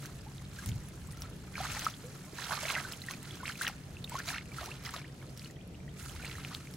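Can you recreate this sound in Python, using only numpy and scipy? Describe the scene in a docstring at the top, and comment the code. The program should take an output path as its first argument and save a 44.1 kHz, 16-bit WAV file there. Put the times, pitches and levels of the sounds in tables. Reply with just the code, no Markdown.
"""In shallow floodwater among grass, a fish thrashes close by while hands and a net chase it.
Air trapped by the splashes rings as bubbles, many with rising pitch: deep gulps, plips, fizz and fine spray.
Single plops, ticking droplets and stray drips stand out, and a short scattered tail follows the water.
A far drone, light wind on the microphones and a soft bed of coloured noise lie underneath."""
import sys
import numpy as np
from scipy import signal
from scipy.fft import rfft, irfft
from scipy.io import wavfile
from scipy.ndimage import uniform_filter1d

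SR = 44100
rng = np.random.default_rng(int(sys.argv[2]) if len(sys.argv) > 2 else 0)


def put_to_file(sound):
    """Save the sound as 16-bit audio at rate SR, in the file named by the first command-line argument."""
    columns = np.atleast_2d(sound).T  # one column per channel
    safe = np.clip(columns, -1, 1)
    whole_steps = np.round(safe * 32767)
    wavfile.write(sys.argv[1], SR, whole_steps.astype(np.int16))


N = 298116


def gain_of(db):
    """Turn decibels into an amplitude factor."""
    return 10 ** (np.asarray(db) / 20)


def evened(x):
    """Scale to an average (RMS) level of 1."""
    return x / np.sqrt(np.mean(x ** 2) + 1e-20)


def sides(pan_db):
    """Left and right gains for a given left-minus-right difference in dB."""
    return gain_of(np.array([pan_db / 2, -pan_db / 2]))


def add(mix, start_s, sound):
    """Add a sound to the mix at its start time, cut off at the end of the mix."""
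    part = mix[:, round(start_s * SR):][:, :sound.shape[1]]
    part += sound[:, :part.shape[1]]


def thrashing():
    """Gains of fizz, gulps and spray and the left-right lean: splashes rise, hold and settle over a trickle."""
    # Splashes of fish, hand or net. Each row: start in seconds, hold in seconds, fizz level in dB,
    # gulps in dB relative to fizz, spray in dB relative to fizz, left minus right in dB.
    splashes = [(0.034, 0.013, -53.5, -1, 1, -0.5), (0.56, .13, -55, -10, 0, -.5),
                (1.233, 0.026, -59, 0, -11, -1), (1.587, 0.074, -44, -0.5, -4.5, -2),
                (1.70, 0.17, -42.5, -8.5, -6, 0.5), (2.386, 0.13, -45.5, -6.5, -5, -4.5),
                (2.522, 0.042, -43, 3, -6, -5), (2.605, 0.045, -42.5, -16, -6, -2.5),
                (2.69, 0.02, -39, -4, -3, -2), (2.742, 0.071, -46, 0.5, -7, -3.5),
                (2.841, 0.1, -52, -6.5, -2.5, -2), (3.102, 0.014, -48, -9, -4.5, -1),
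                (3.243, 0.13, -54.5, -9.5, -9, -3), (3.465, 0.04, -45.5, -14, -6, -2),
                (3.619, 0.013, -43, -27, -1, 1), (3.659, 0.015, -45, -3.5, -14, .5),
                (4.132, 0.068, -47.5, -5.5, -7.5, -0.5), (4.286, 0.018, -39.5, -21, -5, -1.5),
                (4.346, 0.031, -48.5, -4, -15, -1.5), (4.524, .04, -57, -1, -3, -2.5),
                (4.578, 0.082, -48, -4, -6, -1.5), (4.70, 0.059, -53.5, -5.5, -7, -2.5),
                (4.853, 0.023, -47.5, -10, -7, -2.5), (4.945, .025, -46, -7, -8.5, 0.5),
                (5.393, 0.072, -59.5, -21, 1.5, 0), (5.999, 0.085, -52, -26, -2, -3.5),
                (6.13, 0.21, -56.5, -11, -4, -3), (6.244, 0.15, -53, -15, -8, -1.5),
                (6.406, 0.16, -53.5, -7, -6, 0)]
    # Water running and dripping between splashes. Each row: time in seconds, fizz level in dB.
    trickle = [(0, -61.5), (.35, -63.5), (.8, -62.5), (1.4, -64), (2.0, -59.5), (3.0, -59), (3.8, -64),
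               (4.5, -65.5), (5.1, -67.5), (5.3, -64), (5.55, -74.5), (5.88, -71), (6.1, -59), (6.76, -61)]
    rise_db_per_s, fall_db_per_s = 312, 245
    t = np.arange(0, N / SR + .002, .001)  # one step per millisecond
    trickle_db = np.interp(t, *np.transpose(trickle))
    power = [gain_of(2 * trickle_db)]  # doubling the dB gives power, so overlapping splashes can be summed
    mix = [(-5, 0.5, -1.5)]  # gulp, spray and pan of the trickle, in dB
    for start, hold, db, *colour in splashes:
        early = np.maximum(start - t, 0)
        late = np.maximum(t - start - hold, 0)
        level_db = db - rise_db_per_s * early - fall_db_per_s * late
        power.append(gain_of(2 * level_db))
        mix.append(colour)
    gulp_db, spray_db, pan_db = np.transpose(mix)
    fizz_power = np.sum(power, 0)
    gulp_power = gain_of(2 * gulp_db) @ power
    spray_power = gain_of(2 * spray_db) @ power
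    lean_db = pan_db @ power / fizz_power  # the strongest splash decides the lean
    slow = np.sqrt(fizz_power), np.sqrt(gulp_power), np.sqrt(spray_power), lean_db
    return [np.interp(np.arange(N) / SR, t, curve) for curve in slow]


def bubble(hz, decay_s, rise, onset=0.13):
    """A pocket of air rings and fades, its pitch climbing as it nears the surface; its envelope peaks at 1."""
    u = np.arange(round(7 * decay_s * SR) + 8) / (decay_s * SR)  # time counted in decay times
    u = u / max(1, 1.5 / (hz * decay_s))  # stretch the briefest blips to a decay of 1.5 cycles
    shape = (1 - np.exp(-u / onset)) * np.exp(-u)
    pitch = np.minimum(hz * (1 + rise * np.minimum(u, 4)), SR / 2)
    phase = 2 * np.pi * np.cumsum(pitch) / SR
    return shape / shape.max() * np.sin(phase)


def swarm(lo_hz, hi_hz, tilt_db, cycles, per_s, spread_db, clump_db, width_s, count=40):
    """Many small bubbles of random size, bunched in time, placed between the microphones by small delays."""
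    bunches = gain_of(clump_db * evened(uniform_filter1d(rng.standard_normal(N), size=300)))
    size = gain_of(spread_db * np.minimum(rng.exponential(1, N), 4))
    happens = rng.random(N) < per_s / SR
    strikes = size * happens * bunches * rng.choice([-1, 1], N)
    kind = rng.integers(0, count, N)  # each bubble takes one of a few ring shapes
    out = np.zeros((2, N))
    for k, (detune, rise, long, place) in enumerate(rng.random((count, 4))):
        step = (k + detune) / count
        hz = lo_hz * (hi_hz / lo_hz) ** step
        decay_s = cycles * (.5 + long) / hz
        ring = gain_of(tilt_db * step) * bubble(hz, decay_s, 0.188 * rise, 0.12)
        sound = signal.oaconvolve(strikes * (kind == k), ring)[:N]
        lag = round((2 * place - 1) * width_s * SR)  # path difference to the two microphones, in samples
        out += [sound, np.roll(sound, lag)]
    return evened(out)


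def churn(fizz_gain, gulp_gain, spray_gain):
    """Bubble swarms from deep gulps to fine spray follow the thrashing; the spray leans right."""
    gulps = swarm(562.0, 1384, 8.6, 3.37, 600, 3.2, 4.8, .00009, count=14)
    plips = swarm(697, 3610, 2.0, 8.4, 90, 3.3, 1.46, .0001, count=14)  # longer ringing bubbles
    fizz = swarm(1222, 5190, 6.9, 3.17, 2800, 1.85, 2.63, 0.000079, count=22)
    spray = swarm(5310, 15200, -1.5, 2.27, 7000, 2.45, 2.15, .0003, count=18)
    spray = spray * sides(-1.9)[:, None]
    plips_db = -13.5  # relative to fizz
    fizz_and_plips = fizz + gain_of(plips_db) * plips
    return fizz_gain * fizz_and_plips + gulp_gain * gulps + spray_gain * spray


def bubbles():
    """The plops and blips that stand out, each one ringing pocket of air."""
    # Each row: start in seconds, peak level in dB before panning, starting pitch in Hz,
    # decay time in milliseconds (very short ones get stretched), share the pitch rises per decay time.
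    plops = [(0.052, -39.5, 1540, 1.6, 0.02), (0.2635, -48, 797, 12, 0.11), (0.382, -38, 3640, 0.54, 0),
             (0.587, -39, 1584, 5.9, 0.02), (0.7172, -35.5, 3060, 0.6, 0.06), (1.086, -53, 1040, 8.4, 0.14),
             (1.145, -53, 1310, 7.7, 0), (1.175, -52, 1300, 5.8, 0.04), (1.205, -53, 1320, 6.2, 0),
             (1.247, -48.5, 1310, 7.4, 0), (1.29, -54, 1320, 6, 0), (1.33, -57, 1340, 6, 0),
             (1.5523, -44, 1580, 15, 0.01), (1.5546, -31.5, 2160, 2.6, 0.09), (1.5776, -45, 1260, 6.7, 0.4),
             (1.6028, -32, 735, 9.3, 0.05), (1.6441, -40.5, 1186, 13.4, 0.33),
             (1.7645, -39, 786, 9.9, 0.08), (1.8659, -18.5, 1222, 3.5, 0.06),
             (1.9397, -38.5, 3230, 1.7, 0.04), (2.0375, -47.5, 473, 34, 0.07), (2.3317, -39.5, 385, 3.0, 0),
             (2.384, -43, 875, 14, 0.27), (2.3873, -33, 1610, 2, 0.08), (2.4205, -37, 1720, 4.1, 0.06),
             (2.441, -30.5, 3700, 0.55, 0), (2.5166, -35, 740, 6.4, 0.2), (2.5275, -31, 1167, 6.2, 0.04),
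             (2.5306, -39, 820, 4.2, 0.17), (2.5363, -28, 1280, 2.8, 0), (2.5753, -40, 1210, 6.4, 0),
             (2.651, -39, 548, 12, 0.3), (2.6538, -25.5, 2150, 1.6, 0.02), (2.684, -30, 2520, 2, 0.03),
             (2.6968, -35, 2110, 6.7, 0), (2.702, -19.5, 2600, 0.32, 0), (2.7068, -26.5, 1100, 1.3, 0.08),
             (2.7456, -34, 2720, 3.4, 0), (2.7522, -20, 2270, 0.5, 0), (2.7543, -31, 1870, 7, 0.1),
             (2.7646, -25.5, 1520, 1.8, 0), (2.7723, -30, 1414, 4.3, 0.07), (2.78, -28.5, 1590, 2.9, 0.03),
             (2.7846, -31, 2000, 3.7, 0), (2.8148, -33, 1200, 1.3, 0.2), (2.8491, -34.5, 1520, 6.1, 0),
             (2.935, -32.5, 2900, 1.1, 0.06), (3.018, -37.5, 3800, 2, 0.11), (3.038, -45, 1950, 4, 0.03),
             (3.0853, -30, 1820, 3.5, 0.04), (3.1011, -44.5, 950, 21, 0.43),
             (3.1106, -32.5, 2370, 0.5, 0.25), (3.137, -37, 2340, 2, 0.06),
             (3.3083, -38.5, 3200, 2.7, 0.07), (3.402, -43, 1470, 9.0, 0), (3.4314, -36, 953, 8, 0.17),
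             (3.455, -31.5, 1830, 2.9, 0.4), (3.4796, -25, 2070, 0.97, 0.21),
             (3.495, -32.5, 1200, 5.8, 0.38), (3.5212, -37, 3040, 1.2, 0), (3.555, -41, 2350, 3, 0.08),
             (3.6118, -26, 1365, 5.3, 0.22), (3.6469, -29.5, 1370, 4.1, 0.3), (3.665, -35, 1646, 9.6, 0.23),
             (3.668, -21, 3000, 0.8, 0), (3.6754, -22.5, 1780, 1.1, 0.1), (3.6792, -23, 2290, 0.85, 0.16),
             (3.6979, -36.5, 815, 2.6, 0), (3.725, -47, 1600, 2.7, 0.05), (3.9686, -39.5, 2660, 2.3, 0),
             (4.0441, -30, 3700, 1.6, 0), (4.076, -40.5, 2700, 1.5, 0), (4.1186, -37.5, 920, 8.4, 0.06),
             (4.1448, -31.5, 790, 1.9, 0), (4.1533, -29, 1050, 6.2, 0.03), (4.1802, -40.5, 1293, 17.5, 0.3),
             (4.2022, -28, 1590, 1, 0.03), (4.2771, -44.5, 648, 18, 0.12), (4.28, -37, 3870, 5.6, 0.03),
             (4.2878, -22, 4300, 0.48, 0.04), (4.2911, -30.5, 2250, 2.2, 0.06),
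             (4.304, -29, 1600, 1.5, 0.05), (4.3408, -37, 1664, 9.6, 0.33), (4.3442, -32, 2450, 1.5, 0.06),
             (4.3592, -35.5, 1200, 7.8, 0.7), (4.3758, -41, 1585, 12, 0.3), (4.3829, -25.5, 2670, 0.34, 0),
             (4.411, -41, 2100, 1.5, 0), (4.457, -45, 2500, 1, 0.07), (4.518, -42.5, 2320, 4, 0),
             (4.5842, -31, 1350, 4, 0), (4.612, -42, 576, 15, 0.24), (4.6755, -42.5, 686, 14, 0.53),
             (4.715, -35.5, 2490, 3.6, 0.1), (4.8537, -39, 3210, 2.3, 0), (4.8654, -35.5, 1980, 3.0, 0),
             (4.939, -34, 1130, 3.5, 0), (4.9642, -28, 3540, 0.19, 0.03), (5.015, -43.5, 2160, 3, 0.08),
             (5.0432, -46, 1600, 9.1, 0.44), (5.215, -51.5, 2130, 4.4, 0.06),
             (5.3952, -33, 4300, 0.46, 0.15), (5.418, -45, 2100, 2.4, 0.3), (5.446, -39, 4130, 1.3, 0.04),
             (5.4578, -42.5, 2720, 2.9, 0.08), (5.5, -49, 1890, 2.6, 0.02), (5.605, -57, 2490, 3, 0),
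             (5.745, -50.5, 2610, 2.8, 0.1), (5.802, -50.5, 2120, 2.7, 0.1),
             (6.096, -37.5, 3030, 0.92, 0.05), (6.197, -44, 1410, 6.7, 0.03), (6.227, -38, 2210, 2, 0.12),
             (6.247, -32, 2100, 1.7, 0.13), (6.265, -39, 2740, 2.6, 0), (6.297, -37, 2200, 1.7, 0),
             (6.3533, -40, 1710, 3.2, 0.11), (6.383, -39, 1250, 2.4, 0), (6.4488, -25.5, 2540, 0.13, 0.03),
             (6.5117, -43.5, 923, 7.9, 0.47), (6.5488, -22, 3660, 0.1, 0.04),
             (6.6723, -39, 2190, 1.2, 0.04)]
    out = np.zeros((2, N))
    for start_s, db, hz, decay_ms, rise in plops:
        add(out, start_s, gain_of(db) * bubble(hz, decay_ms / 1000, rise)[None])
    return out


def drops():
    """A droplet hits water, leaves or mesh: a sharp snap, a short ring and a puff of finer spatter."""
    # Each row: start in seconds, level in dB before the parts are weighted, ring pitch in Hz.
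    hits = [(0.0581, -41, 6040), (0.6604, -37.5, 9350), (0.6894, -41, 6840), (0.887, -50.5, 10600),
            (1.072, -50, 8000), (1.1134, -48.5, 9500), (1.124, -48, 9200), (1.1724, -49, 6000),
            (1.208, -49, 12800), (1.2205, -37.5, 5600), (1.299, -54, 10500), (1.719, -38, 7500),
            (1.794, -34.5, 6260), (1.81, -42, 4840), (1.8465, -34, 5630), (1.8996, -43, 5850),
            (2.426, -50, 4660), (2.9222, -36.5, 5140), (3.019, -46, 4150), (3.0642, -46, 8500),
            (3.1102, -36, 6440), (3.2293, -45.5, 8800), (3.3552, -45.5, 6140), (3.6199, -35, 9960),
            (3.634, -38, 9000), (3.679, -32, 5830), (4.042, -42.5, 4160), (4.0958, -40, 7900),
            (4.1547, -45, 6460), (4.1895, -38, 6040), (4.259, -46, 6100), (4.642, -43, 5900),
            (4.6596, -39, 5800), (4.838, -48, 5200), (4.85, -45, 6200), (4.8626, -42, 5600),
            (4.908, -45, 8780), (4.9383, -44, 7140), (5.3754, -45.5, 5660), (5.51, -51.5, 7200),
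            (6.255, -45, 8800), (6.545, -43, 4500), (6.739, -46.5, 5240)]
    out = np.zeros((2, N))
    t = np.arange(500) / SR
    hiss = signal.lfilter([1, -.9], [1, -.6], rng.standard_normal((len(hits), 2, 500)))
    snap = (1 - t / .00006) * np.exp(-t / .00006)
    for (start_s, db, hz), puff in zip(hits, hiss):
        ring = np.sin(2 * np.pi * hz * t) * np.exp(-t / 0.0012)
        spatter = puff * (0.91 * np.exp(-t / 0.00055) + 0.39 * np.exp(-t / 0.011))
        add(out, start_s, gain_of(db) * (2.9 * snap + 1.97 * ring + spatter))
    return out


def drips():
    """Stray drips from grass and mesh ring high and short all the time."""
    level_db, drips_per_s = -68, 45
    return gain_of(level_db) * swarm(1797, 11500, -1.0, 6.2, drips_per_s, 3.0, 1.9, 0.00024, count=18)


def surroundings(x):
    """Grass and banks scatter a short tail back, its pattern shifting; its bass is common to both sides."""
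    t, out = np.arange(2500) / SR, 0
    for turn in (np.sin, np.cos):  # two tails trade places smoothly
        middle, side = rng.standard_normal((2, 2500))
        side = signal.lfilter([1, -1], [1, -.75], side)  # takes the bass out of the difference
        fade = gain_of(-60 * t / .055) * (t > .0015)  # falls 60 dB in 55 ms, after a 1.5 ms gap
        tail = np.array([middle + side, middle - side]) * fade
        share = turn(2 * np.pi * 3.3 * np.arange(N) / SR)
        out += signal.oaconvolve(x * share, tail / np.linalg.norm(tail[0]), axes=1)[:, :N]
    return gain_of(-11) * out


def read(points, hz):
    """Read a curve at the given frequencies, joining its points along a logarithmic pitch scale."""
    f, value = np.transpose(points)
    return np.interp(np.log(hz + 1), np.log(f + 1), value)


def noise(colour, patchy_db):
    """Stereo noise of a given colour with drifting louder and softer patches."""
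    # How alike left and right are. Each row: frequency in Hz, likeness from 0 (unrelated) to 1 (identical).
    likeness = [(40, .975), (130, .97), (300, .92), (650, .6), (1400, .05), (16000, .01)]
    frames, hz = N // 512 + 5, np.fft.rfftfreq(2048, 1 / SR)
    a, b, c, d, patches = rng.standard_normal((frames, 1025, 5)).T
    patches = uniform_filter1d(patches, size=8, axis=1)  # smooth over time
    patches = evened(uniform_filter1d(patches, size=12, axis=0))  # and over frequency
    same = np.clip(read(likeness, hz), -1, 1)[:, None]
    left = a + 1j * b
    right = same * left + np.sqrt(1 - same ** 2) * (c + 1j * d)
    spectrum = np.array([left, right])
    spectrum *= gain_of(read(colour, hz)[:, None] + patchy_db * patches)
    return evened(signal.istft(spectrum, nperseg=2048, noverlap=1536)[1][:, :N])


def wind():
    """Wind on the microphones: low rumbling noise that swells and comes in lumps."""
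    # Each row: time in seconds, level in dB before the lumps.
    gusts = [(0.0, -55.5), (0.64, -49.5), (0.69, -31.5), (0.8, -42.5), (0.95, -50.5), (1.12, -46.5),
             (1.51, -52), (1.76, -44), (1.89, -57), (2.61, -60), (3.5, -60), (4.08, -50), (4.4, -57),
             (4.63, -52.5), (5.54, -59), (5.81, -47.5), (5.94, -55), (6.14, -48), (6.73, -61)]
    # Each row: frequency in Hz, relative strength in dB per Hz.
    rumble_colour = [(15, -41), (35, -27), (60, 4), (100, 1), (200, -12), (500, -36.5), (1500, -66)]
    level_db = np.interp(np.arange(N) / SR, *np.transpose(gusts))
    lumps = uniform_filter1d(rng.standard_normal(N), size=1500)
    lumps = evened(uniform_filter1d(lumps, size=1500))
    return gain_of(level_db + 0.64 * lumps) * noise(rumble_colour, 1.2)


def drone():
    """A far, low, wavering hum: noise ringing in a few broad resonances, nearly alike on both sides."""
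    # Each row: centre in Hz, width at half amplitude in Hz, level in dB.
    resonances = [(138.3, 13.3, -55.5), (176, 36, -58.5), (97, 93, -56), (254, 88, -64.5),
                  (427.7, 7.3, -75)]
    hz = np.fft.rfftfreq(N, 1 / SR)
    middle, side = rfft(rng.standard_normal((2, N)))
    spectrum = middle + gain_of(-17) * np.array([side, -side])
    out = 0
    for centre, width, db in resonances:
        resonance = 1 / (1 + (2 * (hz - centre) / width) ** 2)
        out = out + gain_of(db) * evened(irfft(spectrum * resonance, N))
    return out


def field():
    """A steady soft bed of coloured noise with gently drifting patches."""
    # Each row: frequency in Hz, relative strength in dB per Hz.
    bed_colour = [(30, -42), (150, -4.5), (300, 0.5), (600, -7.5), (1100, -15.5), (3000, -18.5),
                  (7000, -26), (16000, -40)]
    level_db = -55.5
    return gain_of(level_db) * noise(bed_colour, 1.83)


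def scene():
    """The water leans left and right with the splashes, over wind, drone and the noise bed."""
    *gains, pan_db = thrashing()
    water = churn(*gains) + bubbles() + drops() + drips()
    water = water * sides(pan_db)
    return water + surroundings(water) + wind() + drone() + field()


def record(dry):
    """Cut the highest treble with a steep low-pass filter."""
    edge_hz = 15900
    low_pass = signal.firwin(511, edge_hz, window=("kaiser", 9), fs=SR)
    return signal.oaconvolve(dry, low_pass[None], "same")


dry = scene()
out = record(dry)
put_to_file(out)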